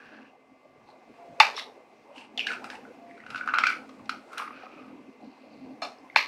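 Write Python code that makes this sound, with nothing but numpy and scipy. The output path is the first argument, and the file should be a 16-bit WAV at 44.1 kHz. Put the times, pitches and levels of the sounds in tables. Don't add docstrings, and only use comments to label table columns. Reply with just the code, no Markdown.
import sys
import numpy as np
from scipy import signal
from scipy.io import wavfile

SR = 44100
rng = np.random.default_rng(int(sys.argv[2]) if len(sys.argv) > 2 else 0)


def bounce(signal):
    frames = np.transpose(np.atleast_2d(signal))
    limited = np.clip(frames, -1, 1)
    pcm = np.round(limited * 32767).astype(np.int16)
    wavfile.write(sys.argv[1], SR, pcm)


def volts_from_decibels(level):
    exponent = np.asarray(level, float) / 20
    return 10 ** exponent


N = 276507

# (time [s], level
# [dB])
BUSTLE = [(0.0, -56.5), (0.42, -61.5), (0.7, -60), (1.1, -56), (1.22, -53.5), (1.37, -53.5), (1.47, -46.5),
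          (1.85, -57.5), (2.16, -55), (2.29, -60.5), (2.42, -48), (2.7, -49), (3.2, -57), (3.65, -50.5),
          (4.1, -54.5), (4.7, -53.5), (5.3, -57), (6.27, -53)]
# (time [s], room modes [dB], deep rumble [dB], spread [s])
THUDS = [(.07, -63, -66, 0.026), (.19, -55, -76, 0.077), (.52, -61.5, -73, 0.018), (.81, -65, -65.5, 0.071),
         (1.111, -54.5, -68, 0.028), (1.319, -52.5, -57, 0.018), (2.181, -51.5, -81, 0.0096),
         (2.38, -52, -70, 0.024), (2.62, -52, -68.5, 0.28), (2.88, -53.5, -73, 0.067),
         (3.099, -52.5, -73.5, 0.11), (3.33, -53.5, -59, 0.048), (3.47, -51, -67, 0.073),
         (3.6, -54.5, -67, 0.086), (3.79, -49, -68, 0.12), (4.03, -50.5, -59.5, 0.041),
         (4.152, -49, -68, 0.052), (4.37, -55.5, -76, 0.036), (4.52, -54, -72, 0.093),
         (4.9, -48, -66, 0.12), (5.099, -43.5, -74, 0.01), (5.259, -46, -71, 0.041), (5.55, -53, -83, 0.1),
         (5.66, -48, -62.5, 0.089), (5.859, -53, -69, 0.051), (6.04, -51, -78, 0.025),
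         (6.162, -51.5, -63, 0.018), (6.27, -67, -66, 0.015)]
# (frequency [Hz], width [Hz], level [dB])
ROOM_MODES = [(162.3, 12, -23), (223, 4, 11.5), (258.3, 10, 12), (301, 2.6, 2), (346, 13, -24.5)]
# (frequency [Hz], density [dB per Hz])
MIDDLE_WASH = [(190, -12.5), (330, -7), (447, -2.5), (696, -5), (720, -2.5), (885, -16), (943, -6),
               (1000, -27.5), (1300, -12.5), (1690, -59.5), (2860, -120)]
# (frequency [Hz], density [dB per Hz])
HISS = [(710, -5), (1200, -25), (1270, -27), (1490, 0.5), (1870, -3.5), (2020, 0), (2110, 0), (2250, -5.5),
        (2590, -0.5), (3010, -9), (4550, -11), (9210, -24), (16000, -33)]
# (frequency [Hz], density [dB per Hz])
RUMBLE = [(20, -12), (40, -15.5), (70, -6), (110, -3), (160, 4.5), (200, -2)]
HISS_DB, HISS_FOLLOWS = -65, 0.98
MODES_DB, MODES_FOLLOW = -64.5, 0.68
DEEP_DB, DEEP_FOLLOWS = -76.5, 0.54

MOTOR_HZ = 49.33
# (multiple of shaft speed [1], level [dB])
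WHINE = [(15, -74), (21, -81), (22, -77.5), (23, -73), (24, -73.5), (42, -71.5)]
# (start [s], hold [s], level [dB])
SINGING = [
    (1.198, 0.33, -53),
    (3.023, 0.13, -51.5),
]
SING_RISE_DB_PER_S, SING_FALL_DB_PER_S = 450, 309

# (start [s], hold [s], level [dB], hollow pitch [Hz], bright share [dB])
RUBS = [(0.0, 0.23, -35, 1600, -34), (0.035, 0.26, -49.5, 2700, -22), (0.045, 0.23, -60, 4330, -30),
        (1.569, 0.016, -32, 5340, -32.5), (1.573, 0.013, -16, 3710, -15), (1.593, 0.013, -41.5, 3830, -27),
        (0.884, 0.022, -44.5, 4130, -8), (2.48, 0.043, -30, 2500, -12), (2.168, 0.059, -35.5, 2760, -5.5),
        (2.156, 0.099, -35.5, 870, -21), (2.484, 0.058, -27, 1520, -9), (2.65, 0.0086, -32, 1490, -4.5),
        (2.72, 0.024, -32, 1810, -5), (3.084, 0.21, -40.5, 1990, -11.5), (3.309, 0.11, -27, 1370, -14),
        (3.478, 0.16, -24, 1380, -34), (3.55, .07, -43, 2350, -27), (3.66, 0.064, -19, 2200, -17),
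        (3.825, 0.5, -55, 1450, 4.5), (4.389, 0.022, -15, 1310, -22), (4.331, 0.0084, -25, 1380, -15),
        (4.433, 0.19, -35.5, 1460, -38), (4.482, 0.31, -43, 2500, -33), (4.45, 0.25, -56, 4320, -25),
        (4.614, 0.28, -36.5, 1250, -47), (5.217, 0.51, -52, 4310, -25), (4.9, .8, -56, 2600, -30),
        (2.705, .06, -38, 1000, -20)]
RUB_RISE_DB_PER_S, RUB_FALL_DB_PER_S = 607.5, 297

# (time [s], peak [dB],
# hollow pitch [Hz], bright edge [dB])
TOUCHES = [(0.888, -40, 866, -14), (1.398, -30, 2200, -15), (1.566, -24, 5400, -21),
           (1.570, -26, 5530, -18), (1.578, -19, 1150, -16), (1.587, -25, 3800, -20),
           (1.596, -19, 3900, -17), (1.597, -23, 1900, -3), (5.986, -46, 5140, -30),
           (6.100, -32, 2110, -28), (6.147, -38, 1660, -44), (6.157, -31, 2170, -24),
           (6.1618, -13, 2000, -8), (6.1675, -13, 2100, 2), (6.172, -15, 2500, -16),
           (1.4195, -10.5, 2300, -13.5), (2.703, -31, 3100, -8), (2.643, -41, 5140, -3),
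           (2.710, -40, 5200, -10), (2.753, -36, 2890, -11), (2.4705, -14.5, 3140, -11),
           (1.588, -25, 2190, -15), (5.832, -29, 890, -20), (5.836, -27, 4250, -15), (5.850, -23, 755, -7),
           (5.853, -34, 4250, -16), (5.869, -28, 710, -25), (5.878, -39, 4250, -25), (2.534, -30, 2600, -1),
           (3.699, -27.5, 2530, 1), (3.713, -22.5, 1385, -34), (3.542, -23, 4040, -10),
           (3.590, -26, 4150, -17)]
# (time [s], peak [dB], hollow pitch [Hz], bright edge [dB])
PRISING = [(2.162, -38, 2930, -15), (2.181, -29.5, 2820, -7), (2.377, -14.5, 3450, -14),
           (2.381, -15, 3030, -23), (2.394, -10.5, 2895, -13.5), (2.404, -16, 2590, -16),
           (2.411, -22, 2600, -13), (2.469, -13.5, 1660, -8), (2.487, -23, 2150, -29),
           (2.498, -32, 1840, -16), (2.505, -17.5, 1450, -27), (2.518, -17.5, 1550, -16),
           (2.532, -23, 1384, -21), (2.6435, -23, 1360, -14), (2.702, -21, 1597, -5.5),
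           (2.741, -33, 800, -31), (2.729, -33, 900, -20), (2.754, -33, 900, -12), (2.852, -34, 1450, -33)]
# (time [s], peak [dB], hollow pitch [Hz], bright edge [dB])
SQUEEZING = [(3.111, -39, 2000, -31), (3.178, -36, 1460, -19), (3.203, -34, 1940, -15),
             (3.238, -34.5, 1460, -38), (3.265, -27.5, 1490, -19), (3.304, -26, 1460, -5),
             (3.347, -16.5, 1450, -27), (3.359, -16.5, 1420, -16.5), (3.378, -28.5, 2550, 6),
             (3.395, -37, 1340, -23), (3.411, -16.5, 1450, -35.5), (3.461, -30, 1290, -15.5),
             (3.476, -10, 1404, -23), (3.488, -12, 1470, -30), (3.494, -18, 1450, -27),
             (3.5385, -5.5, 1342, -30), (3.542, -9, 1410, -42), (3.551, -10, 1407, -27),
             (3.554, -23, 1450, -21), (3.559, -12, 1450, -20), (3.575, -14, 1380, -43),
             (3.586, -2.5, 1374, -13.5), (3.607, -22, 1310, -28), (3.637, -3.5, 1372, -18.5),
             (3.638, -8, 2150, -37), (3.642, -13, 2180, -12), (3.658, -14, 2350, -17),
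             (3.669, -6, 1485, -11), (3.703, -12, 1383, -20), (3.710, -27, 1350, -30),
             (3.893, -34.5, 1200, -10)]
# (time [s], peak [dB], hollow pitch [Hz], bright edge [dB])
SETTLING = [(3.994, -40, 1110, -18), (4.058, -43.5, 3670, 4), (4.0945, -9.5, 1388, -13.5),
            (4.095, -20.5, 2070, -1), (4.332, -27, 1330, -12), (4.375, -23, 1410, -20),
            (4.381, -18.5, 1600, -2), (4.399, -17, 1210, -33), (4.423, -26, 1146, -34),
            (4.439, -24, 1310, -39), (4.477, -24, 1225, -37), (4.507, -27, 1260, -40),
            (4.632, -32, 773, -36), (4.666, -31, 1250, -39)]
PRISING_ROOM_DB, SQUEEZING_ROOM_DB, SETTLING_ROOM_DB, TOUCHES_ROOM_DB = -5.5, -7, -9, -9
RING_S, RING_AT_HZ, RING_SLOPE, RING_SPREAD_DB = 0.013, 1450, 0.73, 3
OVERTONE_LOW_RATIO, OVERTONE_SPAN_RATIO, OVERTONE_DB = 1.5, 0.45, -11

# (time [s], peak [dB], fracture length [s], ringing share [dB], room share [dB])
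BLOWS = [
    (1.401, 0, 0.0044, 6.5, -1.5),
    (5.819, -23, 0.019, 7.5, 5),
    (6.1604, 0, 0.001, 8, -1),
]
# (frequency [Hz], density [dB per Hz])
BLOW_COLOURS = [
    [(240, -53), (400, -19.5), (1500, -11), (3000, -11.5), (4800, -9.5), (7000, -19.5), (10000, -28),
     (15000, -19)],
    [(240, -42), (400, -4), (900, -0.5), (2000, -14), (3700, -14), (5000, -12), (7000, -15), (15000, -24)],
    [(240, -53), (400, -34), (1500, -28), (3000, -7), (4300, -9), (6000, -16.5), (10000, -30.5),
     (15000, -12)],
]
# (frequency [Hz], peak [dB], t60 [s])
BLOW_MODES = [
    [(774, -8.5, 0.013), (862, -2.5, 0.07), (1110, -8.5, 0.029), (1250, -6, 0.011), (1600, -16, 0.01),
     (1980, -7.5, 0.027), (2216, -7.5, 0.037), (2300, -9.5, 0.02), (2700, -6.5, 0.019), (3100, -19, 0.013),
     (3570, -9, 0.038), (4205, -16, 0.012), (4840, -18, .02), (5500, -22.5, .015)],
    [(634, -1, 0.086), (720, -14, 0.035), (820, -4.5, 0.038), (1180, -4, 0.035), (1270, -1, 0.083),
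     (1640, -10, 0.045), (2350, -6, 0.031), (2700, -7, 0.018), (3570, -6, 0.04), (4020, -15, .02),
     (4250, -1, 0.04), (4620, -14, .025), (5290, -7, 0.045), (6585, -20, 0.04)],
    [(765, -4, .011), (866, -1.5, 0.012), (1116, -3, .01), (1530, -10, 0.009), (1900, -0.5, 0.009),
     (2170, -2.5, 0.008), (2600, -11.5, 0.011), (3030, -27, 0.019), (3500, -19, 0.016),
     (4180, -15.5, 0.021)],
]
MODE_SWELL_SHARE = 0.36
FAR_RING_SHARE = 0.4

# (time [s], peak [dB])
TICKS = [(1.5662, -60), (1.5931, -48), (2.1668, -64), (2.3768, -52), (2.3943, -51), (2.4676, -50),
         (2.531, -54), (2.6427, -47), (2.7016, -54), (3.2628, -65), (3.3037, -52), (3.3461, -61),
         (3.3731, -56), (3.4609, -59), (3.5367, -53), (3.5861, -52), (3.637, -55), (3.6674, -51),
         (3.6988, -41), (4.0939, -43), (4.3209, -59), (4.3319, -53), (4.3803, -39), (5.8195, -58)]
TICK_S, TICK_LIFT_DB, TICK_ROOM_DB = 0.003, 4.5, -5

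# (delay [s], level [dB])
ECHOES = [(0.0131, -18.5), (.0335, -15), (.042, -17.5), (.067, -16.5), (.087, -22.5), (.1, -22)]
# (frequency [Hz], t60 [s])
TAIL_T60 = [(300, 0.48), (1000, 0.32), (3000, 0.26), (8000, 0.32), (15000, 0.34)]
# (frequency [Hz], level [dB])
TAIL_COLOUR = [(300, 5.5), (900, -0.5), (1600, 4), (2500, 5), (3300, -2), (4300, 3), (7000, 0.5),
               (15000, 3.5)]
# (frequency [Hz], level [dB], t60 [s])
FURNITURE = [(761.3, -41, 0.16), (882, -42, .12), (1112.5, -42, .12), (1940, -44, 0.099), (2060, -44, .12),
             (2121, -42, .12), (2191, -41, 0.098), (2260, -46, 0.093), (2696, -42, .15)]
TAIL_DB = 0.6

# (frequency [Hz], width [Hz], lift [dB])
CAPSULE = [(2570, 930, -4), (4300, 2800, -30.5), (5600, 410, -13.5)]
THIN_HZ, DULL_HZ = 676, 10700


def rms_one(x):
    return x / np.sqrt(np.mean(x ** 2) + 1e-20)


def peak_one(x):
    return x / np.abs(x).max()


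def in_time(rows):
    s, *columns = np.transpose(rows)
    return [np.interp(np.arange(N) / SR, s, c) for c in columns]


def at_hz(points, hz):
    return np.interp(np.log(hz), np.log(np.array(points)[:, 0]), np.array(points)[:, 1])


def drift(rate_hz):
    r = np.exp(-80 * np.pi * rate_hz / SR)
    slow = signal.lfilter([1], [1, -2 * r, r * r], rng.standard_normal(N // 40 + 2002))[2000:]
    return np.interp(np.arange(N) / 40, np.arange(len(slow)), rms_one(slow))


def swell(start_s, hold_s, rise_db_per_s, fall_db_per_s):
    t = np.arange(0, N + 32, 32) / SR - start_s
    db = np.minimum(rise_db_per_s * t, fall_db_per_s * (hold_s - t))
    return np.interp(np.arange(N) / 32, np.arange(len(t)), volts_from_decibels(np.minimum(0, db)))


def ring(clicks, hz, t60_s):
    r, w = volts_from_decibels(-60 / (t60_s * SR)), 2 * np.pi * hz / SR
    return signal.lfilter([0, np.sin(w)], [1, -2 * r * np.cos(w), r * r], clicks + 1e-18)


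def band(x, low_hz, high_hz):
    return signal.sosfilt(signal.butter(2, [low_hz, high_hz], "band", fs=SR, output="sos"), x)


def banded_noise(spectrum, patchy_db, rate_hz):
    low_hz, top_hz = spectrum[0][0], spectrum[-1][0]
    edges = np.geomspace(low_hz, top_hz, int(3 * np.log2(top_hz / low_hz)) + 2)
    white, out = rng.standard_normal((2, N)), 0
    for k, (a, b) in enumerate(zip(edges, edges[1:])):
        gain = volts_from_decibels(at_hz(spectrum, np.sqrt(a * b)) + patchy_db * drift(rate_hz))
        out = out + gain * band(white[k % 2], a, b)
    return rms_one(out)


def coloured(x, spectrum):
    edges = np.geomspace(spectrum[1][0], min(spectrum[-1][0], 16000), 14)
    out = 0
    for k, (a, b) in enumerate(zip(edges, edges[1:])):
        out = out + (-1) ** k * volts_from_decibels(at_hz(spectrum, np.sqrt(a * b))) * band(x, a, b)
    return out


def fracture(length_s, draws, first=0.29):
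    t = np.arange(draws.shape[1]) / SR
    breaks = (draws[0] < 0.12) * (2 * draws[1] - 1)
    burst = breaks * np.exp(-t / np.clip(length_s, 2e-4, 0.05))
    burst[0] = first
    return burst


def place(out_len, s, peak_db, sound):
    out, i = np.zeros(out_len), round(s * SR)
    out[i:i + len(sound)] = (volts_from_decibels(peak_db) * peak_one(sound))[:out_len - i]
    return out


def housing(x):
    out = x
    for hz, width_hz, db in CAPSULE:
        half_hz = max(width_hz, 500) / 2
        out = out + volts_from_decibels(db) * band(x, hz - half_hz, hz + half_hz)
    return out


def house():
    middle_db, = in_time(BUSTLE)
    busy_db = middle_db - middle_db.mean()
    t = np.arange(N, dtype=np.float32) / SR
    low_power = volts_from_decibels(MODES_DB + MODES_FOLLOW * busy_db) ** 2
    deep_power = volts_from_decibels(DEEP_DB + DEEP_FOLLOWS * busy_db) ** 2
    for s, low_db, deep_db, spread_s in THUDS:
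        hump = np.exp(-np.minimum(((t - s) / max(spread_s, 0.01)) ** 2, 50))
        low_power = low_power + volts_from_decibels(low_db) ** 2 * hump
        deep_power = deep_power + volts_from_decibels(deep_db) ** 2 * hump
    white = rng.standard_normal(N)
    modes = sum(volts_from_decibels(db) * rms_one(ring(white, hz, 1.1 / width_hz)) for hz, width_hz, db in ROOM_MODES)
    modes = np.sqrt(low_power) * rms_one(band(modes, 239.7, 380))
    wash = volts_from_decibels(middle_db) * banded_noise(MIDDLE_WASH[1:-2], patchy_db=4.0, rate_hz=17.0)
    hiss = rms_one(housing(banded_noise(HISS, patchy_db=1.16, rate_hz=8.9)))
    hiss = volts_from_decibels(HISS_DB + HISS_FOLLOWS * busy_db) * hiss
    deep = np.sqrt(deep_power) * banded_noise(RUMBLE, patchy_db=0.5, rate_hz=10.0)
    return modes + wash + hiss + deep


def motor():
    turn = 2 * np.pi * MOTOR_HZ * np.arange(N) / SR
    whine = 0
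    for k, db in WHINE:
        whine = whine + volts_from_decibels(db + 1.5 * drift(12.0)) * np.sin(round(k) * turn + 6 * rng.random())
    singing = sum(volts_from_decibels(db) * swell(s, hold_s, SING_RISE_DB_PER_S, SING_FALL_DB_PER_S)
                  for s, hold_s, db in SINGING)
    return np.sqrt(2) * (whine + singing * np.sin(14 * turn))


def rustle():
    sizes = volts_from_decibels(0.88 * np.minimum(rng.exponential(1, N), 5)) * rng.choice([-1, 1], N)
    grains = sizes * (rng.random(N) < 7000 * volts_from_decibels(3 * drift(25)) / SR)
    pitches_hz = np.geomspace(700, 5800, 26)
    dealt = rng.integers(0, 26, N)
    rings = np.array([rms_one(ring(grains * (dealt == k), hz, 33 / hz)) for k, hz in enumerate(pitches_hz)])
    bright = rms_one(band(grains, 3500, 4700)) + rms_one(band(grains, 6100, 9000))
    out = np.zeros(N)
    for s, hold_s, level_db, hollow_hz, bright_db in RUBS:
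        floor_db = -23 - 5.5 * np.maximum(np.log2(pitches_hz / 2000), 0)
        weights = volts_from_decibels(np.maximum(-70 * np.abs(np.log2(pitches_hz / hollow_hz)), floor_db))
        on = slice(max(round((s - 0.15) * SR), 0), round((s + hold_s + 0.35) * SR))
        body = weights @ rings[:, on] / np.sqrt(np.sum(weights ** 2))
        gain = volts_from_decibels(level_db - 19.0) * swell(s, hold_s, RUB_RISE_DB_PER_S, RUB_FALL_DB_PER_S)[on]
        out[on] += gain * (body + volts_from_decibels(bright_db - 8.5) * bright[on])
    return out


def snaps():
    actions = [(PRISING, PRISING_ROOM_DB), (SQUEEZING, SQUEEZING_ROOM_DB),
               (SETTLING, SETTLING_ROOM_DB), (TOUCHES, TOUCHES_ROOM_DB)]
    rows = [(*row, room_db) for table, room_db in actions for row in table]
    out, draws = np.zeros((2, N)), rng.random((100, 4, SR // 16))
    for (s, peak_db, hz, edge_db, room_db), d in zip(rows, draws):
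        spread_db = RING_SPREAD_DB * (2 * d[3, 0] - 3.0)
        t60_s = RING_S * (RING_AT_HZ / hz) ** RING_SLOPE * volts_from_decibels(spread_db)
        burst = fracture(0.00068, d[:2], first=0.72)
        splinters = fracture(0.0063, d[2:], first=0.58)
        hollow = peak_one(ring(ring(ring(burst, hz, t60_s), hz, 1.1 * t60_s), hz, 1.1 * t60_s))
        upper_hz = (OVERTONE_LOW_RATIO + OVERTONE_SPAN_RATIO * d[2, 0]) * hz
        overtone = peak_one(ring(ring(burst, upper_hz, 0.84 * t60_s), upper_hz, 0.55 * t60_s))
        overtone_db = OVERTONE_DB - 7.9 * max(np.log2(hz / RING_AT_HZ), 0)
        edge = band(band(splinters, 1700, 4700), 1500, 6400)
        edge = peak_one(edge + volts_from_decibels(-30.5) * band(splinters, 8800, 15500))
        sound = hollow + volts_from_decibels(overtone_db) * overtone + volts_from_decibels(edge_db + 6.0) * edge
        sound = place(SR // 16, 0, peak_db - 6.0, sound)
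        i = round((s - 0.001) * SR)
        out[:, i:i + len(sound)] += sound * volts_from_decibels(np.array([[0], [room_db]]))
    return out


def egg(burst, modes, share):
    out = 0
    for k, (hz, db, t60_s) in enumerate(modes):
        struck = ring(burst, hz, share * np.clip(t60_s, 0.004, 1 / 16))
        swelling = ring(struck, hz, MODE_SWELL_SHARE * share * max(t60_s, 0.004))
        out = out + (-1) ** k * volts_from_decibels(db) * peak_one(swelling)
    return peak_one(out)


def crunch(burst, colour):
    return peak_one(coloured(signal.lfilter([1], [1, -1.1, 0.3], burst), colour))


def knife():
    out = np.zeros((2, N))
    for (s, peak_db, length_s, ring_db, room_db), colour, modes in zip(BLOWS, BLOW_COLOURS, BLOW_MODES):
        burst = fracture(length_s, rng.random((2, SR // 5)))
        burst[1:] *= 0.45
        click = np.eye(1, len(burst))[0]
        near = volts_from_decibels(ring_db) * egg(burst, modes, 0.94) + crunch(burst, colour)
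        far_body = volts_from_decibels(ring_db) * egg(click, modes, FAR_RING_SHARE)
        far = volts_from_decibels(-3.5) * far_body + volts_from_decibels(5.5) * crunch(click, colour)
        out[0] += place(N, s - 0.0004, peak_db - 0.5, near)
        out[1] += place(N, s - 0.0004, peak_db + room_db - 4.5, far)
    return out


def ticks():
    out, draws = np.zeros(N), rng.random((40, 2, SR // 50))
    for (s, peak_db), d in zip(TICKS, draws):
        puff = band(fracture(TICK_S, d, first=0.6), 6000, 12500)
        out += place(N, s - 0.0005, peak_db + TICK_LIFT_DB, puff)
    return out * volts_from_decibels(np.array([[0], [TICK_ROOM_DB]]))


def kitchen(x):
    t = np.arange(SR // 2) / SR
    edges, tail = np.geomspace(200, 17000, 17), 0
    uneven_db = 2.8 * rng.standard_normal(len(t) // 63 + 1).repeat(63)[:len(t)]
    white = rng.standard_normal((2, len(t))) * volts_from_decibels(uneven_db)
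    for k, (a, b) in enumerate(zip(edges, edges[1:])):
        hz = np.sqrt(a * b)
        decay_db = at_hz(TAIL_COLOUR, hz) - 60 * t / at_hz(TAIL_T60, hz)
        tail = tail + volts_from_decibels(decay_db) * band(white[k % 2], a, b)
    tail = volts_from_decibels(TAIL_DB - 30) * tail * np.clip(t / 0.005, 0, 1)
    for hz, db, t60_s in FURNITURE:
        tail = tail + volts_from_decibels(db - 60 * t / max(t60_s, 0.03)) * np.sin(2 * np.pi * hz * t)
    for delay_s, db in ECHOES:
        tail[round(delay_s * SR)] += volts_from_decibels(db)
    return signal.fftconvolve(x, tail)[:N]


def scene():
    direct, to_room = knife() + snaps() + ticks()
    shell = housing(direct + kitchen(to_room) + rustle())
    shell = signal.sosfilt(signal.butter(4, THIN_HZ, "high", fs=SR, output="sos"), shell)
    shell = signal.sosfilt(signal.butter(2, DULL_HZ, fs=SR, output="sos"), shell)
    return (shell + house() + motor())[None]


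def band_limit(x):
    return signal.sosfilt(signal.butter(12, 16310, fs=SR, output="sos"), x)


def record(dry):
    mix = dry / (1 + np.abs(dry) ** 12) ** (1 / 12)
    return band_limit(mix)


dry = scene()
out = record(dry)
bounce(out)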